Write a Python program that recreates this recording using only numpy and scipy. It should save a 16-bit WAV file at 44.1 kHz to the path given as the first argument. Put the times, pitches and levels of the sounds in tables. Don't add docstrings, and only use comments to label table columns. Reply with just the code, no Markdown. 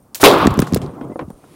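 import sys
import numpy as np
from scipy import signal
from scipy.fft import rfft, irfft
from scipy.io import wavfile
from scipy.ndimage import uniform_filter1d

SR = 44100
rng = np.random.default_rng(int(sys.argv[2]) if len(sys.argv) > 2 else 0)


def convert_level_to_amplitude(level_db):
    exponent = np.asarray(level_db, float) / 20
    return 10 ** exponent


def transcribe(u):
    v = np.clip(np.atleast_2d(u).T, -1, 1)
    q = np.round(v * 32767).astype(np.int16)
    wavfile.write(sys.argv[1], SR, q)


N = 68355

SPARK_S, MUZZLE_S = 0.1475, 0.2386
HIT_T = np.arange(SR // 5) / SR


def read(table, x):
    rows = np.array(table, float)
    return np.interp(x, rows[:, 0], rows[:, 1])


def unit(x):
    return x / np.sqrt(np.mean(x ** 2) + 1e-18)


def band(x, hz, width_hz):
    hz = min(hz, 0.45 * SR)
    return signal.lfilter(*signal.iirpeak(hz, hz / min(width_hz, 3.5 * hz), fs=SR), x)


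def fade(t, t60):
    return (t >= 0) * np.exp(-np.log(1000) * np.maximum(t, 0) / t60)


def gate(t, start, length):
    return np.sqrt(np.clip(np.minimum(t - start, start + length - t) / 0.005, 0, 1))


def walk(rate):
    k = int(SR / rate)
    return unit(uniform_filter1d(uniform_filter1d(rng.standard_normal(N), k), k))


def coloured(points, flicker_db, rate):
    hz = np.maximum(np.arange(N // 2 + 1) * SR / N, 1)
    point_hz, point_db = np.transpose(points)
    gain = convert_level_to_amplitude(np.interp(np.log(hz), np.log(point_hz), point_db))
    half_octave = 2 * np.log2(hz / 20)
    out = 0
    for k in range(21):
        share = np.clip(1 - np.abs(half_octave - k), 0, 1)
        noise = irfft(rfft(rng.standard_normal(N)) * gain * np.sqrt(share), N)
        out = out + noise * convert_level_to_amplitude(flicker_db * walk(rate))
    return unit(out)


def add(out, start, sound):
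    i = int(start * SR)
    out[i:i + len(sound)] += sound[:N - i]


# pitch in Hz, level in dB per Hz.
YARD_COLOUR = [(25, -12), (200, -2), (320, -8), (800, -17), (1250, -18), (1600, -31), (4000, -39),
               (9500, -35.5), (16000, -39)]


def yard_air(t):
    hum = convert_level_to_amplitude(-51) * coloured(YARD_COLOUR, 1.5, 11)
    hiss = convert_level_to_amplitude(-65.5) * (t > SPARK_S) * unit(band(rng.standard_normal(N), 7000, 9000))
    return hum + hiss


# start in seconds, length in seconds, level in dB.
CHIRPS = [(0, 0.0066, -58), (0.023, 0.016, -64.5), (0.053, .008, -67), (0.072, .008, -73),
          (.126, .016, -67), (0.795, 0.038, -61), (0.823, 0.024, -61), (0.866, 0.025, -60),
          (.896, 0.032, -64.5), (.934, .024, -65), (1.001, .025, -67.5), (1.032, .022, -60),
          (1.076, .018, -61.5), (1.105, .05, -66), (1.166, 0.019, -61.5), (1.198, .022, -64),
          (1.265, .028, -69), (1.294, 0.051, -63), (1.368, .028, -62.5), (1.406, .02, -67),
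          (1.43, .024, -65), (1.468, .02, -67), (1.508, .035, -68)]


def insect_chirps(t):
    insect_hz = 8900
    throb = sum(convert_level_to_amplitude(db) * gate(t, start, length) for start, length, db in CHIRPS)
    return throb * unit(band(band(rng.standard_normal(N), insect_hz, 300), insect_hz, 500))


# start in seconds,
# peak in dB, centre in Hz, time to fall 60 dB in seconds.
TICKS = [(0.1466, -10.5, 3870, 0.0032), (.1497, -6, 10200, 0.01), (0.1556, -7.5, 10100, 0.015),
         (0.2387, 10, 3170, 0.022), (.8175, -27, 3300, .16), (1.287, -39, 3000, .008),
         (0.3125, -12, 11000, 0.008), (0.337, -7.5, 8700, 0.011), (.386, -16, 8000, 0.0083),
         (.4525, -15, 4000, 0.0059), (0.4698, -6, 6300, 0.013), (0.4702, 2, 1660, 0.023),
         (0.621, -4.5, 1160, 0.035), (0.7695, -13, 1600, 0.037), (0.506, -20, 6850, 0.037),
         (.541, -16, 7950, 0.0052), (.574, -20, 8000, 0.017), (0.592, -9, 6500, 0.023),
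         (0.602, -4.5, 7450, 0.0061), (0.6191, -10.5, 4900, 0.036), (0.625, -28.5, 6150, 0.23),
         (0.6687, -25.5, 5130, 0.19), (.7245, -23.5, 6000, 0.031), (0.7356, -10, 3000, 0.0038),
         (0.7458, 0, 8500, 0.014), (0.761, -15.5, 3120, 0.058), (0.772, -23, 6500, 0.013),
         (.7755, -19, 5200, 0.0084), (.787, -39, 7000, .008), (.8172, -23.5, 3960, 0.015),
         (.863, -29, 3500, 0.0061), (1.05, -41.5, 5050, 0.011), (1.1925, -29.5, 2200, 0.04),
         (1.011, -36.5, 2500, 0.018), (.5912, -2, 2800, .012), (1.3033, -31.5, 9100, 0.013)]


def rattle_ticks():
    out = np.zeros(N)
    snap = convert_level_to_amplitude(3.5) * fade(HIT_T, 0.003)
    for start, db, hz, t60 in TICKS:
        width_hz = 1.95 * hz
        noise = rng.standard_normal(len(HIT_T))
        click = unit(band(band(noise, hz, width_hz), hz, width_hz))
        add(out, start, convert_level_to_amplitude(db - 15.5) * click * (fade(HIT_T, t60) + snap))
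    return out


def ignition(t):
    flame_s, rise_s, fall_s = 0.196, 0.024, 0.014
    hiss = unit(band(rng.standard_normal(N), 9000, 12000)) * convert_level_to_amplitude(1.5 * walk(600))
    rush = unit(band(rng.standard_normal(N), 380, 900))
    in_bore = t < MUZZLE_S
    swell = np.clip((t - flame_s) / rise_s, 0, 1) ** 2
    fall = np.exp(-np.clip(t - flame_s - rise_s, 0, 1) / fall_s)
    spark = convert_level_to_amplitude(-29) * (hiss + convert_level_to_amplitude(-10) * rush) * fade(t - SPARK_S, 0.21)
    flame = convert_level_to_amplitude(-18.5) * swell * (hiss * fall + convert_level_to_amplitude(-11) * rush * in_bore)
    early_rush = convert_level_to_amplitude(-31) * rush * (t > 0.199) * in_bore
    return spark + flame + early_rush


def gas_burst(t, start, hold, parts, crackle_db):
    out = np.zeros(N)
    for hz, width_hz, db, t60 in parts:
        ring = unit(band(band(rng.standard_normal(N), hz, width_hz), hz, 2 * width_hz))
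        shape = (t > start) * fade(np.maximum(t - start - hold, 0), t60)
        out += convert_level_to_amplitude(db - 9.5 + 1.5 * walk(69) + crackle_db) * ring * shape
    return out


# pitch in Hz, width in Hz, level in dB, time to fall 60 dB in seconds.
BORE = [(146, 160, -13.5, 0.8), (320, 78, -5, 0.58), (410, 220, 5.5, 0.42), (570, 240, 3, 0.36),
        (758, 320, -5, .35), (1065, 430, 0.5, 0.23)]


def bore_boom(t):
    return gas_burst(t, 0.2313, 0.026, BORE, 0)


# pitch in Hz, width in Hz, level in dB, time to fall 60 dB in seconds.
JET = [(2400, 890, -0.5, .11), (3620, 1500, -0.5, 0.22), (6500, 10000, -12, 0.28), (11600, 4400, -7.5, .1)]


def muzzle_jet(t):
    return gas_burst(t, MUZZLE_S, 0.021, JET, 3 * walk(1200))


# time in seconds, level in dB.
ECHO = [
    (.24, -13.5),
    (.3, -14),
    (.38, -14.5),
    (.447, -14.5),
    (.475, -25.5),
    (.55, -26),
    (.7, -39.5),
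    (.9, -48.5),
    (1.2, -87.5),
]
# pitch in Hz, level in dB per Hz.
ECHO_COLOUR = [(35, -39), (60, -10.5), (376, -3.5), (688, -9.5), (1100, -0.5), (1870, -17.5), (3670, -19.5),
               (6710, -43.5), (15500, -41.5)]


def far_walls(t):
    return convert_level_to_amplitude(read(ECHO, t)) * (t > MUZZLE_S) * coloured(ECHO_COLOUR, 1.5, 60)


# time in seconds, level in dB.
HANDS = [(.44, -17), (.49, -26.5), (.56, -26.5), (.64, -29), (.71, -33), (.79, -33.5), (.85, -25.5),
         (.92, -37), (.96, -29), (1.005, -32), (1.04, -27.5), (1.09, -34), (1.13, -32), (1.152, -48.5),
         (1.225, -26), (1.26, -45.5), (1.33, -47), (1.42, -50), (1.55, -48)]
# pitch in Hz, level in dB per Hz.
HANDS_COLOUR = [(30, -24), (90, -14), (135, 0), (190, -10), (275, -4), (520, -11), (1150, -22), (1700, -39),
                (5000, -62)]


def hands(t):
    onset = np.clip((t - 0.42) / 0.012, 0, 1)
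    return convert_level_to_amplitude(read(HANDS, t)) * onset * coloured(HANDS_COLOUR, 3, 50)


# start in seconds, peak in dB, first pitch in Hz, swell in seconds.
THUMPS = [(0.448, -9, 330, 0.0068), (0.4587, 5.5, 380, 0.0014), (0.4737, 5, 373, 0.0021),
          (0.5132, -8, 220, 0.0042), (0.574, -13, 377, 0.00088), (0.5785, -3, 287, 0.0018),
          (0.5911, 1, 455, 0.0026), (0.5921, 1.5, 345, 0.0044), (0.6245, -2, 330, 0.0016),
          (0.7252, -5, 330, 0.0022), (0.722, -16, 400, 0.0024), (.748, -11.5, 296, 0.0025),
          (.776, -16, 230, 0.0028), (0.804, -18, 260, .003), (.934, -27, 380, .004),
          (1.018, -24.5, 330, 0.0032), (1.033, -26, 343, 0.0033), (0.7367, -4.5, 293, 0.0041),
          (0.7608, -4.5, 594, 0.0019), (0.768, -9.5, 309, 0.005), (1.23, -31, 330, 0.018),
          (0.823, -18.5, 329, 0.0094), (0.844, -15.5, 257, 0.0018), (0.893, -26, 389, 0.009),
          (1.012, -18, 473, 0.0027), (1.096, -20, 499, 0.0039), (1.118, -19, 505, 0.0022),
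          (1.279, -23.5, 324, 0.0046), (1.323, -37.5, 110, .012), (0.877, -23.5, 202, 0.0048),
          (1.303, -24.5, 390, 0.0035)]


def pipe_thumps():
    out, t = np.zeros(N), HIT_T
    sag_s, rest_share = 0.0055, 0.24
    legs = convert_level_to_amplitude(-19.5) * np.sin(2 * np.pi * 77.5 * t * (1 + 8.6 * t)) * fade(t, 0.29)
    for start, db, hz, swell_s in THUMPS:
        turns = hz * (rest_share * t + (1 - rest_share) * sag_s * (1 - np.exp(-t / sag_s)))
        swell = (t / swell_s * np.exp(1 - t / swell_s)) ** 1.7
        boom = convert_level_to_amplitude(db / 2) * legs
        add(out, start, convert_level_to_amplitude(db) * (boom - swell * np.sin(2 * np.pi * turns)))
    return out


# start in seconds, peak in dB, brightness in dB per octave.
KNOCKS = [(0.591, -22, 10.5), (.671, -29.5, 12.5), (0.7204, -29.5, 6), (0.7356, -24, 4), (.7615, -21, 1),
          (1.302, -29, -3), (0.8171, -28, 4), (1.0112, -25.5, 0.5), (.892, -29, -1.5), (1.098, -33, -2),
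          (1.117, -33, -1.5), (1.1582, -15, -7), (1.1926, -15, 1.5), (1.2025, -30.5, -1.5),
          (1.2099, -26, 2), (1.439, -37, 1), (.934, -41, 0), (1.3085, -40, -0.5)]
# pitch in Hz, level in dB, time to fall 60 dB in seconds.
TABLE_TOP = [(202, -23, 0.15), (330, 2.5, 0.033), (503, 9.5, 0.027), (735, 8, 0.023), (1060, 6, 0.022),
             (1392, -6, 0.022), (1930, -9, 0.011)]


def table_knocks():
    out, t = np.zeros(N), HIT_T
    soft = np.sin(np.pi / 2 * np.minimum(t / 0.001, 1)) ** 2
    for start, db, tilt_db in KNOCKS:
        hollow_hz = 1100 * convert_level_to_amplitude(tilt_db)
        body = rng.standard_normal(len(t))
        for width in (0.68, 1.34, 1.9):
            body = band(body, hollow_hz, width * hollow_hz)
        add(out, start, convert_level_to_amplitude(db - 12.5) * unit(body) * fade(t, 0.056) * soft)
        for hz, mode_db, t60 in TABLE_TOP:
            detune, size_db = rng.standard_normal(2)
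            gain = convert_level_to_amplitude(db - 7.5 + mode_db + tilt_db * np.log2(hz / 500) + size_db)
            tone = np.sin(2 * np.pi * hz * (1 + 0.02 * detune) * t)
            add(out, start, -gain * fade(t, t60) * soft * tone)
    return out


# start in seconds, level in dB, best excited pitch in Hz.
RINGS = [
    (.8172, -42, 2900),
    (1.0115, -49, 3000),
]
# pitch in Hz, level in dB, time to fall 60 dB in seconds.
FITTING = [(2100, -3, 0.23), (2800, -18, 0.039), (3200, -8, 0.2), (3660, -17, 0.099), (3800, -10, 0.06)]


def fitting_rings():
    out, t = np.zeros(N), HIT_T
    for start, db, near_hz in RINGS:
        for hz, mode_db, t60 in FITTING:
            gain = convert_level_to_amplitude(db + mode_db - 21 * abs(np.log(hz / near_hz)))
            rough = 0.68 * unit(band(rng.standard_normal(len(t)), hz, 150))
            add(out, start, gain * fade(t, t60) * (np.sin(2 * np.pi * hz * t) + rough))
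    return out


# start in seconds, length in seconds, pitch in Hz, level in dB.
BIRD = [
    (.975, .03, 2050, -58),
    (1.1, .018, 1960, -55),
    (1.116, .037, 2030, -51),
]


def bird(t):
    out = np.zeros(N)
    wobble = np.cumsum(1 + 0.0055 * walk(120)) / SR
    for start, length, hz, db in BIRD:
        swell = np.sin(np.pi * np.clip((t - start) / length, 0, 1) ** 0.74)
        out += convert_level_to_amplitude(db) * swell * np.sin(2 * np.pi * hz * wobble)
    return out


# start in seconds, length in seconds.
BUZZ = [
    (1.145, .049),
    (1.208, 0.051),
    (1.29, .05),
    (1.348, .022),
]


def buzzing_insect(t):
    tone = np.sin(2 * np.pi * 10620 * t + 1.5 * walk(40))
    strokes = convert_level_to_amplitude(2 * walk(60)) * tone * np.cos(2 * np.pi * 225 * t)
    return convert_level_to_amplitude(-62) * strokes * sum(gate(t, *call) for call in BUZZ)


def leaves(t):
    low = unit(band(rng.standard_normal(N), 2260, 1700))
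    high = unit(band(rng.standard_normal(N), 10200, 1800))
    rise = np.clip((t - 1.3) / 0.25, 0, 1)
    return convert_level_to_amplitude(-58 + 2 * walk(20)) * rise * (low + convert_level_to_amplitude(-4.5) * high)


def near_wall(sound):
    lag = np.arange(SR // 10) / SR
    wall = rng.standard_normal(len(lag)) * fade(lag - 0.002, 0.076)
    wall = wall / np.sqrt(np.sum(wall ** 2))
    return convert_level_to_amplitude(-17) * signal.fftconvolve(sound, wall)[:N]


def scene():
    t = np.arange(N) / SR
    garden = yard_air(t) + insect_chirps(t) + bird(t) + buzzing_insect(t) + leaves(t)
    shot = ignition(t) + bore_boom(t) + muzzle_jet(t) + far_walls(t)
    recoil = rattle_ticks() + pipe_thumps() + table_knocks() + fitting_rings()
    return (garden + shot + recoil + near_wall(recoil) + hands(t))[None]


def band_limit(x):
    return signal.sosfilt(signal.butter(12, 16780, fs=SR, output="sos"), x)


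def record(dry):
    x = signal.sosfilt(signal.butter(1, 35, "high", fs=SR, output="sos"), dry)
    x = np.clip(x, -1.01, 1.01)
    x = signal.sosfilt(signal.ellip(8, 0.2, 50, 15900, fs=SR, output="sos"), x)
    return band_limit(np.clip(x, -1, 1))


dry = scene()
out = record(dry)
transcribe(out)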